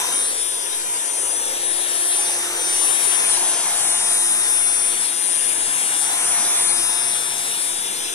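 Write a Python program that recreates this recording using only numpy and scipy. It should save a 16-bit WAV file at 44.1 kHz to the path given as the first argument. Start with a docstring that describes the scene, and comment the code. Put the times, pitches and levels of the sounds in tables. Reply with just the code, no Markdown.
"""A handheld vacuum cleaner moves over an armchair, close to a hand-swayed camera with two spaced mics.
From the start its motor sings on multiples of the shaft speed, loudest on the 27th, over a faint mains hum
and the roar and hiss of air; the left mic hears it first, by a lead that follows the machine's bearing.
In the first three seconds hollow resonances slide as the gap to the cushion changes. Then the nozzle lies
on the cushion and the housing's resonances stand out. Near 7 s a faint low moan slides up and fades."""
import sys
import numpy as np
from scipy import signal
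from scipy.fft import rfft, irfft, next_fast_len
from scipy.io import wavfile
from scipy.ndimage import uniform_filter1d, map_coordinates

SR = 44100
rng = np.random.default_rng(int(sys.argv[2]) if len(sys.argv) > 2 else 0)


def waveform_to_disk(signal):
    """Save audio, clipped to [-1, 1], as 16-bit WAV at the path in sys.argv[1]."""
    frames = np.transpose(np.atleast_2d(signal))
    scaled = np.clip(frames, -1, 1) * 32767
    samples = np.round(scaled).astype(np.int16)
    wavfile.write(sys.argv[1], SR, samples)


N = 358974
TIME = np.arange(N) / SR
COARSE = np.linspace(0, N / SR, 1000)  # time grid for slow moves, s
MAINS_PULSE_HZ = 120  # twice the mains rate
# an order is a multiple of the shaft speed
WHINE_ORDER, HUM_ORDERS, VENT_ORDERS = 27, (1, 2, 3, 5), (10, 11, 15, 17, 18, 25, 29, 36)
ECHO_SHIFTED_ORDERS = (2, 10, 17, 25)

# motor speed and the whine's stereo position: [t/s, shaft f/Hz, left lead/ms]
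SHAFT = [(0.0, 348.63, 0.186), (0.21, 348.49, 0.205), (0.51, 349.22, 0.334), (0.95, 349.97, 0.383),
         (1.48, 349.41, 0.27), (2.11, 349.8, 0.257), (2.35, 349.04, 0.182), (2.43, 349.17, 0.178),
         (2.52, 350.07, 0.216), (2.57, 350.11, 0.297), (2.89, 349.72, 0.35), (2.99, 349.98, 0.368),
         (3.11, 349.7, 0.335), (3.26, 349.4, 0.235), (3.41, 349.57, 0.159), (3.71, 349.37, 0.174),
         (4.08, 347.99, 0.223), (4.85, 348.21, 0.308), (4.99, 347.84, 0.376), (5.25, 346.52, 0.452),
         (5.34, 346.9, 0.447), (5.48, 348.14, 0.457), (5.56, 348.55, 0.513), (5.77, 346.87, 0.48),
         (5.89, 346.51, 0.502), (6.1, 347.73, 0.413), (6.36, 348.36, 0.266), (6.5, 348.63, 0.258),
         (6.64, 348.23, 0.316), (6.79, 348.76, 0.331), (6.92, 347.93, 0.299), (7.04, 347.64, 0.341),
         (7.53, 347.71, 0.382), (8.13, 346.77, 0.45)]
# the whine's level ride: [t/s, left level/dB, right level/dB]
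WHINE_LEVELS = [(0.0, -33.5, -46.5), (0.1, -32.5, -36.5), (0.13, -26.5, -27.0), (0.19, -21.5, -21.5),
                (0.28, -18.0, -25.5), (0.34, -25.0, -30.0), (0.42, -19.5, -26.5), (0.48, -20.0, -39.5),
                (0.54, -22.0, -27.0), (0.67, -25.5, -35.0), (0.75, -22.5, -27.5), (0.81, -26.5, -31.5),
                (0.93, -23.5, -24.5), (1.09, -23.0, -31.0), (1.29, -19.0, -29.5), (1.58, -27.5, -31.0),
                (1.64, -21.0, -28.0), (1.73, -17.0, -33.0), (1.93, -21.0, -30.0), (2.05, -18.5, -23.0),
                (2.19, -16.0, -24.5), (2.39, -26.5, -29.0), (2.45, -25.5, -33.5), (2.51, -38.0, -37.0),
                (2.58, -25.0, -33.5), (2.64, -22.0, -37.5), (2.7, -22.0, -24.0), (2.86, -15.5, -26.0),
                (2.9, -15.5, -26.5), (3.01, -17.0, -47.0), (3.07, -15.5, -30.5), (3.12, -16.5, -32.0),
                (3.14, -17.0, -40.5), (3.19, -17.0, -28.5), (3.29, -17.5, -22.5), (3.34, -15.0, -29.5),
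                (3.44, -17.0, -26.0), (3.62, -23.0, -31.0), (3.83, -17.5, -22.5), (4.04, -17.0, -25.0),
                (4.31, -16.5, -20.5), (4.67, -15.0, -29.0), (4.87, -16.5, -25.0), (4.95, -18.0, -34.0),
                (5.03, -17.0, -26.5), (5.14, -20.5, -42.5), (5.18, -19.5, -34.0), (5.27, -17.5, -29.0),
                (5.49, -17.0, -35.5), (5.55, -21.0, -31.0), (5.8, -18.0, -27.0), (5.85, -19.0, -30.0),
                (5.93, -21.0, -26.0), (6.04, -17.5, -35.0), (6.1, -23.0, -25.5), (6.19, -20.0, -31.0),
                (6.26, -19.5, -25.0), (6.32, -16.5, -25.0), (6.54, -20.5, -20.5), (6.62, -18.0, -20.5),
                (6.69, -15.5, -34.0), (6.81, -18.5, -35.5), (6.88, -15.5, -44.0), (6.94, -17.0, -33.5),
                (7.06, -18.5, -32.5), (7.27, -22.5, -47.5), (7.33, -25.0, -39.0), (7.64, -20.0, -34.0),
                (7.76, -25.0, -35.5), (7.92, -26.5, -46.0), (8.05, -29.5, -30.5), (8.13, -35.0, -39.5)]
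# bearing: [t/s, left lead/ms of the air and most tones, then left lead/ms of each ECHO_SHIFTED_ORDERS tone]
LEFT_LEADS = [(0.0, 0.157, 0.091, 0.204, 0.157, 0.144), (0.2, 0.194, 0.173, 0.163, 0.194, 0.202),
              (0.42, 0.299, 0.427, 0.32, 0.276, 0.303), (0.53, 0.337, 0.553, 0.359, 0.339, 0.343),
              (0.89, 0.377, 0.527, 0.459, 0.37, 0.382), (1.46, 0.286, 0.421, 0.282, 0.301, 0.293),
              (2.01, 0.262, 0.047, 0.284, 0.274, 0.265), (2.47, 0.16, -0.103, 0.184, 0.16, 0.179),
              (2.64, 0.204, -0.018, 0.181, 0.199, 0.214), (3.04, 0.253, -0.131, 0.253, 0.271, 0.272),
              (3.17, 0.214, 0.03, 0.232, 0.206, 0.205), (3.33, 0.115, 0.252, 0.117, 0.093, 0.089),
              (3.41, 0.076, 0.232, 0.088, 0.037, 0.057), (3.56, 0.039, 0.063, 0.06, 0.032, 0.033),
              (4.05, 0.135, 0.181, 0.141, 0.026, 0.117), (4.81, 0.205, 0.263, 0.21, 0.013, 0.162),
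              (5.15, 0.308, 0.686, 0.276, 0.121, 0.309), (5.45, 0.318, 0.64, 0.476, 0.131, 0.317),
              (5.68, 0.275, 0.512, 0.561, 0.043, 0.273), (5.97, 0.258, 0.254, 0.548, 0.088, 0.257),
              (6.12, 0.192, 0.135, 0.492, 0.043, 0.175), (6.28, 0.086, 0.012, 0.377, -0.044, 0.081),
              (6.43, 0.05, -0.013, 0.34, -0.102, 0.032), (7.09, 0.22, 0.024, 0.524, 0.045, 0.215),
              (7.7, 0.278, 0.515, 0.558, 0.119, 0.259), (8.14, 0.341, 0.466, 0.643, 0.183, 0.366)]
# low motor hum as the housing turns: [t/s, then left level/dB, right level/dB for each of HUM_ORDERS]
HUM_LEVELS = [(0.0, -56, -48, -44, -45, -41, -43, -44, -60), (0.37, -51, -57, -60, -56, -52, -55, -49, -46),
              (0.49, -49, -57, -58, -48, -51, -55, -43, -42),
              (1.06, -54, -62, -45, -55, -51, -50, -55, -59),
              (1.51, -46, -48, -49, -48, -58, -60, -41, -50),
              (2.02, -47, -45, -48, -47, -45, -49, -42, -60),
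              (2.22, -45, -44, -44, -40, -53, -54, -38, -43),
              (2.53, -41, -43, -53, -46, -55, -53, -47, -45),
              (3.04, -46, -54, -46, -54, -45, -47, -39, -50),
              (3.44, -46, -44, -48, -43, -43, -43, -45, -60),
              (3.73, -57, -58, -47, -40, -46, -53, -48, -55),
              (4.36, -51, -50, -56, -45, -46, -48, -55, -50),
              (4.83, -52, -53, -47, -56, -52, -49, -57, -48),
              (5.07, -52, -53, -50, -51, -54, -49, -50, -55), (5.4, -48, -49, -49, -56, -56, -48, -57, -54),
              (5.71, -55, -52, -52, -49, -44, -45, -42, -51),
              (6.09, -51, -52, -59, -46, -42, -52, -58, -44),
              (6.34, -56, -57, -47, -40, -44, -49, -51, -52),
              (6.73, -46, -49, -60, -43, -47, -49, -48, -45),
              (7.26, -51, -54, -52, -43, -55, -55, -55, -45),
              (7.82, -56, -62, -48, -49, -60, -58, -45, -46),
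              (8.13, -52, -50, -48, -53, -52, -52, -56, -46)]
# tones that swing as the vents turn: [t/s, then left level/dB, right level/dB for each of VENT_ORDERS]
VENT_LEVELS = [(0.0, -36, -47, -37, -38, -40, -50, -31, -41, -37, -36, -29, -35, -36, -43, -39, -44),
               (0.17, -44, -50, -45, -51, -44, -43, -36, -40, -38, -45, -37, -30, -34, -43, -45, -53),
               (0.43, -36, -45, -40, -46, -39, -50, -38, -48, -51, -47, -30, -40, -45, -43, -40, -51),
               (0.8, -39, -48, -41, -52, -45, -56, -38, -42, -46, -49, -39, -41, -33, -56, -40, -54),
               (1.15, -44, -53, -52, -49, -52, -48, -36, -42, -38, -41, -31, -33, -48, -46, -49, -52),
               (1.46, -45, -42, -43, -53, -42, -45, -33, -37, -43, -46, -30, -47, -37, -54, -37, -48),
               (1.74, -40, -42, -36, -46, -48, -48, -38, -46, -51, -49, -34, -37, -41, -53, -38, -47),
               (2.27, -38, -45, -44, -43, -41, -42, -33, -38, -39, -40, -29, -31, -34, -36, -41, -52),
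               (2.54, -49, -40, -50, -41, -49, -48, -37, -36, -48, -48, -40, -38, -45, -59, -55, -54),
               (2.71, -40, -40, -38, -43, -40, -44, -29, -33, -44, -39, -33, -27, -34, -43, -41, -50),
               (2.95, -38, -47, -39, -39, -42, -39, -32, -47, -40, -41, -28, -40, -34, -47, -39, -40),
               (3.52, -39, -40, -43, -42, -40, -46, -34, -41, -34, -44, -29, -29, -32, -41, -49, -50),
               (3.69, -40, -44, -45, -45, -37, -46, -33, -49, -38, -39, -24, -37, -32, -40, -49, -49),
               (3.93, -40, -43, -37, -38, -43, -40, -34, -42, -36, -52, -31, -32, -34, -53, -42, -51),
               (4.56, -38, -39, -46, -40, -39, -44, -35, -46, -42, -48, -27, -33, -35, -41, -46, -52),
               (4.77, -37, -42, -45, -56, -46, -46, -34, -45, -41, -46, -33, -40, -36, -43, -45, -49),
               (5.1, -37, -45, -43, -44, -44, -46, -37, -47, -44, -47, -29, -38, -33, -47, -42, -49),
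               (5.4, -38, -50, -52, -45, -48, -52, -37, -50, -44, -43, -30, -41, -34, -49, -52, -56),
               (5.63, -38, -46, -45, -40, -42, -44, -47, -46, -37, -49, -29, -35, -31, -52, -42, -50),
               (6.12, -37, -38, -41, -44, -44, -53, -33, -47, -36, -47, -28, -37, -36, -44, -43, -55),
               (6.29, -40, -44, -46, -46, -42, -49, -27, -51, -40, -40, -28, -28, -35, -43, -48, -54),
               (6.53, -38, -39, -40, -40, -39, -38, -32, -44, -32, -43, -28, -34, -34, -50, -47, -43),
               (6.96, -38, -39, -37, -42, -37, -40, -36, -47, -43, -41, -38, -46, -39, -42, -43, -46),
               (7.19, -32, -42, -41, -43, -40, -44, -37, -40, -44, -51, -31, -31, -38, -48, -41, -47),
               (7.46, -38, -39, -38, -39, -38, -41, -45, -43, -40, -45, -39, -44, -37, -46, -39, -48),
               (7.58, -35, -44, -38, -43, -41, -44, -47, -46, -43, -57, -33, -34, -37, -51, -37, -48),
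               (8.13, -34, -41, -41, -54, -44, -47, -41, -44, -39, -39, -36, -44, -41, -56, -42, -51)]
# the bed of remaining motor tones: [order, left base level/dB, right base level/dB]
BED_TONES = [(4, -52, -59), (6, -56, -56), (7, -50, -51), (8, -49, -49), (9, -46, -47), (12, -52, -54),
             (13, -51, -50), (14, -56, -57), (16, -46, -52), (19, -54, -56), (20, -44, -46), (21, -49, -50),
             (22, -51, -55), (23, -42, -46), (24, -42, -46), (26, -41, -46), (28, -42, -52), (30, -50, -57),
             (31, -56, -57), (32, -46, -54), (33, -51, -57), (34, -48, -56), (37, -52, -59), (38, -53, -61)]
# swells of the air layers: [t/s, then left gain/dB, right gain/dB for each of 0 thrum through the chair,
# 1 housing rumble, 2 nozzle boom, 3 rush, 4 upper rush, 5 vent hiss]
AIR_SWELLS = [(0.0, 0, -5, 3, -1, 3, 6, 3, 5, 5, 2.0, 0.5, 5),
              (0.15, -2, -3, 3, 1.5, -2, -3, 1, 2.5, 0, 2, 3.5, -3),
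              (0.4, -9, -9, 1, -1.5, -4.5, -7, -3.5, -3, -2, -2.5, -5, -0.5),
              (0.75, -6, -8, -0.5, 0, -3.5, -7, -3, -3, -1.5, -3.5, -2.5, -5),
              (1.25, -5, -7, 0.5, 0, -2, -2, -2, -1.5, -3, -3.5, -0.0, 1),
              (1.7, -4, -3.0, 0.5, 0, -1.5, -4, -3, -2.5, -0.5, -0.5, -1.5, -3),
              (1.8, -6, -5, -0.5, -2, 2, -2, -2, -3, -0.5, 3, -1, -9),
              (2.3, -3, -4, 1.5, 1.0, -0.5, -2, -1, 3, 2, -0.5, -3, 5),
              (2.4, -4, -5.5, 1.5, 0.5, -4, -1.5, 1.5, 2, 0.5, 0.5, -0.5, 2),
              (2.9, 0.5, -2, 1.5, 1.5, 4.5, -1.5, 2.5, 2.5, 2, 2.5, 1.5, 2),
              (3.25, 0, 3, 3.5, 1.0, 1.5, 2, 4.5, 4.5, 2.5, 4, 3, 1.5),
              (3.4, 3, -2, 3, 2, 5.5, 5.5, 0, 3.5, 1, 3, 0.5, 4),
              (4.25, 1, 3, 1.5, -2.5, -1.5, -2, 1.5, 2.5, -1.5, 1.5, 2, 0),
              (5.05, 1.0, -1.5, 0.5, 1, -4.5, -4, -0.5, 2, 0.5, -1, -0.5, -1.5),
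              (5.15, -2.0, -2, -1, -2, -3, -5, -0.5, -2, -0.5, 0, -2, -5),
              (5.5, 1, -2, 4, 3, -3, -3, 1, 1.5, -0.5, -0.5, 2, 0),
              (5.8, 1, -1, 0, 0, 0, -3, 0.5, -0.5, -0.5, 0, 1, -4),
              (6.1, 1, 2.5, 0, -1, -0.5, 3, 0.5, 3, 1, 1, 1.5, 3),
              (6.65, 2.5, 3, 0, 1, 3, 1.5, 3.5, 3.5, 0, 3.5, 0.5, 2),
              (7.15, 0, -1, -1.5, -1.5, -2, -3, 0, 0.5, 1.5, -1, -1.0, -1),
              (7.95, 1, 1, 0, -3, -3.5, -5, -2, -2.5, -2, 0.5, -3, -3),
              (8.14, -4, -4.0, 1, -4, -6, -7, -3.5, -1, 0.5, 0, -3.5, -8)]
# crossovers between the air layers: [f/Hz, layer that rules there]
AIR_LAYERS = [(70, 1), (110, 0), (200, 0), (300, 1), (560, 1), (720, 2), (1000, 2), (1200, 3), (2400, 3),
              (3100, 4), (5000, 4), (7000, 5)]
# tone colour and width of the air: [f/Hz, left relative level/dB, right relative level/dB, likeness 0-1]
AIR_SPECTRUM = [(70, -41, -25.5, 1), (127, -16, -17, 1), (218, -15, -13.5, 1), (403, -4, -6, 0.95),
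                (480, -4.5, -5.5, 0.93), (630, -7.5, -6, 0.72), (794, -4.5, -1, 1), (910, -4.5, -3.5, 0.4),
                (1110, -6.5, -10, 0.82), (1540, -5.5, -8, 0.15), (2220, -6, -7.5, 0.3),
                (3300, -10.5, -12.5, 0.78), (4530, -12.5, -15.5, 0.48), (6040, -9, -8, 0.4),
                (6560, -9.5, -12.5, 0), (9000, 0.5, -3.5, 0.64), (9970, -3, -10, 0.1),
                (11220, -16, -18.5, 0), (14200, -22.5, -28, 0.2)]
# quick random level flicker laid over the hiss, deepest near 4 and 12.5 kHz: [f/Hz, depth/dB]
TREBLE_FLICKER = [(300, 1), (2000, 2), (4000, 6), (8000, 3), (12500, 6)]
# hollow resonance between machine and cushion, sliding with the gap: [t/s, f/Hz, gain/dB]
GAP_HOLLOW = [(0, 1020, 12), (.3, 1010, 3), (.55, 995, 13.5), (1.0, 967, 11), (1.45, 900, 7.5),
              (1.75, 880, -2), (1.95, 780, -6), (2.2, 830, 9), (2.45, 900, 5), (2.7, 930, 4)]
# a lower hollow, strongest near 1.5 s: [t/s, f/Hz, gain/dB]
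DEEP_HOLLOW = [(.9, 600, -1), (1.2, 563, 5), (1.5, 526, 7), (1.85, 482, 3)]
# narrow peaks and dips of the housing: [f/Hz, width/Hz, left base gain/dB, right base gain/dB]
HOUSING_PEAKS = [(400, 18, -4, 2.5), (493, 20, 4, 2), (488, 76, -2.5, -8.5), (570, 72, -3, 2)]
# they stand out once the nozzle lies on the cushion: [t/s, factor on their base gain]
HOUSING_DEPTH = [(0, -0.1), (2.9, 0.5), (3.5, 2.9), (6.2, 2.3), (6.7, 1.5), (8.14, 0.9)]
# sub rumble of the swaying camera: [f/Hz, relative level/dB]
SWAY_SPECTRUM = [(2, 1.5), (8, -16), (20, -23), (45, -27), (90, -50)]
# glide and fade of the moan: [t/s, f/Hz, level/dB]
MOAN_GLIDE = [(6.95, 130, -80), (7.06, 137, -57), (7.33, 153, -55), (7.52, 151, -57), (7.62, 148, -80)]


def amp(db):
    """Decibels to gain."""
    return 10 ** (np.asarray(db) / 20)


def read(rows, at):
    """The columns after the first, joined by straight lines."""
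    first, *cols = np.transpose(rows)
    return np.array([np.interp(at, first, c) for c in cols])


def read_hz(rows, hz):
    """Columns over frequency, on a log axis."""
    rows = np.array(rows, float)
    return read(np.c_[np.log(rows[:, 0]), rows[:, 1:]], np.log(hz + 1e-3))


def wobble(rate, count=2):
    """Smooth random curves on the coarse grid, rate knots a second; by default one per mic."""
    knots = rng.standard_normal((count, 400))
    return np.array([map_coordinates(k, [COARSE * rate]) for k in knots])


def per_sample(curves):
    """Coarse curves brought up to audio rate."""
    return np.array([np.interp(TIME, COARSE, curve) for curve in curves])


def envelope(db):
    """Audio-rate gains from coarse levels."""
    return per_sample(amp(db))


def patches(shape, bins, frames):
    """A random field of spread 1, smooth over some frequency bins and time frames."""
    field = uniform_filter1d(rng.standard_normal(shape), size=bins, axis=1)
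    field = uniform_filter1d(field, size=frames, axis=2)
    return field / field.std()


def filtered(x, response):
    """x through an EQ curve given as gain over frequency."""
    size = next_fast_len(N + 8192)
    return irfft(rfft(x, size) * response(np.fft.rfftfreq(size, 1 / SR)), size)[..., :N]


def shaft_angle(shaft_hz):
    """The rotor's turn: its torque pulses twice per mains cycle and it runs a little unevenly."""
    ripple = .003 * envelope(3 * wobble(41, count=1))[0] * np.sin(2 * np.pi * MAINS_PULSE_HZ * TIME)
    jitter = .045 * filtered(rng.standard_normal(N), lambda hz: 1 / (1 + (hz / 40) ** 2))
    return 2 * np.pi * np.cumsum(shaft_hz) / SR + ripple + jitter


def at_mics(angle, shaft_hz, lead_ms):
    """The shaft angle at both mics, the left one ahead by lead_ms."""
    return np.array([angle, angle - 2 * np.pi * shaft_hz * lead_ms / 1000])


def whine(angle, shaft_hz, lead_ms, flutter_db=.9, rough_db=.6, shake_rad=.3):
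    """The motor's piercing top voice, trembling in level and phase."""
    level_db = read(WHINE_LEVELS, COARSE) + flutter_db * wobble(12) + rough_db * wobble(24)
    phase = WHINE_ORDER * at_mics(angle, shaft_hz, lead_ms) + per_sample(shake_rad * wobble(12))
    return np.sqrt(2) * envelope(level_db) * np.sin(phase)


def motor_tones(angle, shaft_hz, fade_db=2.2, flutter_db=.8, rough_db=1.5, echo_turn_rad=.3):
    """The chord under the whine: the shaking hand makes it flutter, the buffeting air roughens it."""
    body_ms, *shifted_ms = read(LEFT_LEADS, TIME)
    shifted_leads = dict(zip(ECHO_SHIFTED_ORDERS, shifted_ms))
    rides_db = np.r_[read(HUM_LEVELS, COARSE), read(VENT_LEVELS, COARSE)].reshape(-1, 2, len(COARSE))
    tones = list(zip(HUM_ORDERS + VENT_ORDERS, rides_db))
    # the bed swells with the upper rush, and echoes off the cushions fade it in and out
    upper_rush_db = read(AIR_SWELLS, COARSE)[8:10]
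    for order, *base_db in BED_TONES:
        tones.append((order, np.c_[base_db] + upper_rush_db + fade_db * wobble(1.515)))
    chord = np.zeros((2, N))
    for order, level_db in tones:
        phase = order * at_mics(angle, shaft_hz, shifted_leads.get(order, body_ms))
        echo_turn = per_sample(echo_turn_rad * wobble(1.5))
        if order not in shifted_leads:
            phase += echo_turn
        gain = envelope(level_db + flutter_db * wobble(7) + rough_db * wobble(22))
        chord += gain * np.sin(phase + rng.uniform(0, 2 * np.pi))
    return np.sqrt(2) * chord


def mains_hum(level_db=-72.5, drift_db=3):
    """The windings hum at twice the mains rate."""
    gain = envelope(level_db + drift_db * wobble(4))
    return np.sqrt(2) * gain * np.sin(2 * np.pi * MAINS_PULSE_HZ * TIME)


def resonances_db(hz, t, hollow_width_hz=60):
    """Moving bell EQ on the air: two sliding hollows and the housing's peaks and dips."""
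    eq_db = np.zeros((2, len(hz), len(t)))
    for centre_hz, gain_db in (read(GAP_HOLLOW, t), read(DEEP_HOLLOW, t)):
        eq_db += gain_db * np.exp(-((hz[:, None] - centre_hz) / hollow_width_hz) ** 2)
    for centre_hz, width_hz, *base_db in HOUSING_PEAKS:
        bell = np.c_[base_db] * np.exp(-((hz - centre_hz) / width_hz) ** 2)
        eq_db += bell[..., None] * read(HOUSING_DEPTH, t)[0]
    return eq_db


def air(gain_db, drift_db=1.2):
    """Turbulent air: partly one noise at both mics, late on the right, partly scattered by cushions."""
    hz, t, noise = signal.stft(rng.standard_normal((3, N)), SR, nperseg=2048, noverlap=1536)
    left_db, right_db, likeness = read_hz(AIR_SPECTRUM, hz)[:, :, None]
    right_delay = np.exp(-2j * np.pi * hz[:, None] * read(LEFT_LEADS, t)[0] / 1000)
    direct, scattered = np.array([noise[0], noise[0] * right_delay]), noise[1:]
    pair = np.sqrt(likeness) * direct + np.sqrt(1 - likeness) * scattered
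    # each layer's swell rules its own range and crossfades into the next
    crossfade = read_hz([(centre_hz, *np.eye(6)[layer]) for centre_hz, layer in AIR_LAYERS], hz)
    layers_db = read(AIR_SWELLS, t).reshape(-1, 2, len(t))
    swell_db = np.einsum("lf,lct->cft", crossfade, layers_db)  # layer, channel, frequency, time
    swell_db += drift_db * patches(pair.shape, bins=8, frames=45)
    swell_db += read_hz(TREBLE_FLICKER, hz)[0][:, None] * patches(pair.shape, bins=16, frames=4)
    gain = amp(gain_db + np.array([left_db, right_db]) + swell_db + resonances_db(hz, t))
    return signal.istft(pair * gain, SR, nperseg=2048, noverlap=1536)[1][:, :N]


def camera_sway(left_db, right_db):
    """Slow pressure lumps on each mic port as the camera moves."""
    lumps = envelope(2.5 * wobble(2.5)) * rng.standard_normal((2, N))
    rumble = filtered(lumps, lambda hz: amp(read_hz(SWAY_SPECTRUM, hz)[0]) * (hz < 200))
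    return amp([[left_db], [right_db]]) * rumble / rumble.std()


def moan():
    """A faint rising moan, dead centre, perhaps the brush dragging on the cloth."""
    hz, level_db = read(MOAN_GLIDE, TIME)
    return np.sqrt(2) * amp(level_db) * np.sin(2 * np.pi * np.cumsum(hz) / SR)


def scene():
    """The stereo mix; one shaft drives the whine and the chord under it."""
    shaft_hz, whine_lead_ms = read(SHAFT, TIME)
    angle = shaft_angle(shaft_hz)
    motor = whine(angle, shaft_hz, whine_lead_ms) + motor_tones(angle, shaft_hz)
    return motor + mains_hum() + air(gain_db=-17.5) + camera_sway(left_db=-49.5, right_db=-60.0) + moan()


def record(dry, top_hz=14260):
    """The camera keeps nothing above its band limit."""
    return filtered(dry, lambda hz: hz < top_hz)


dry = scene()
out = record(dry)
waveform_to_disk(out)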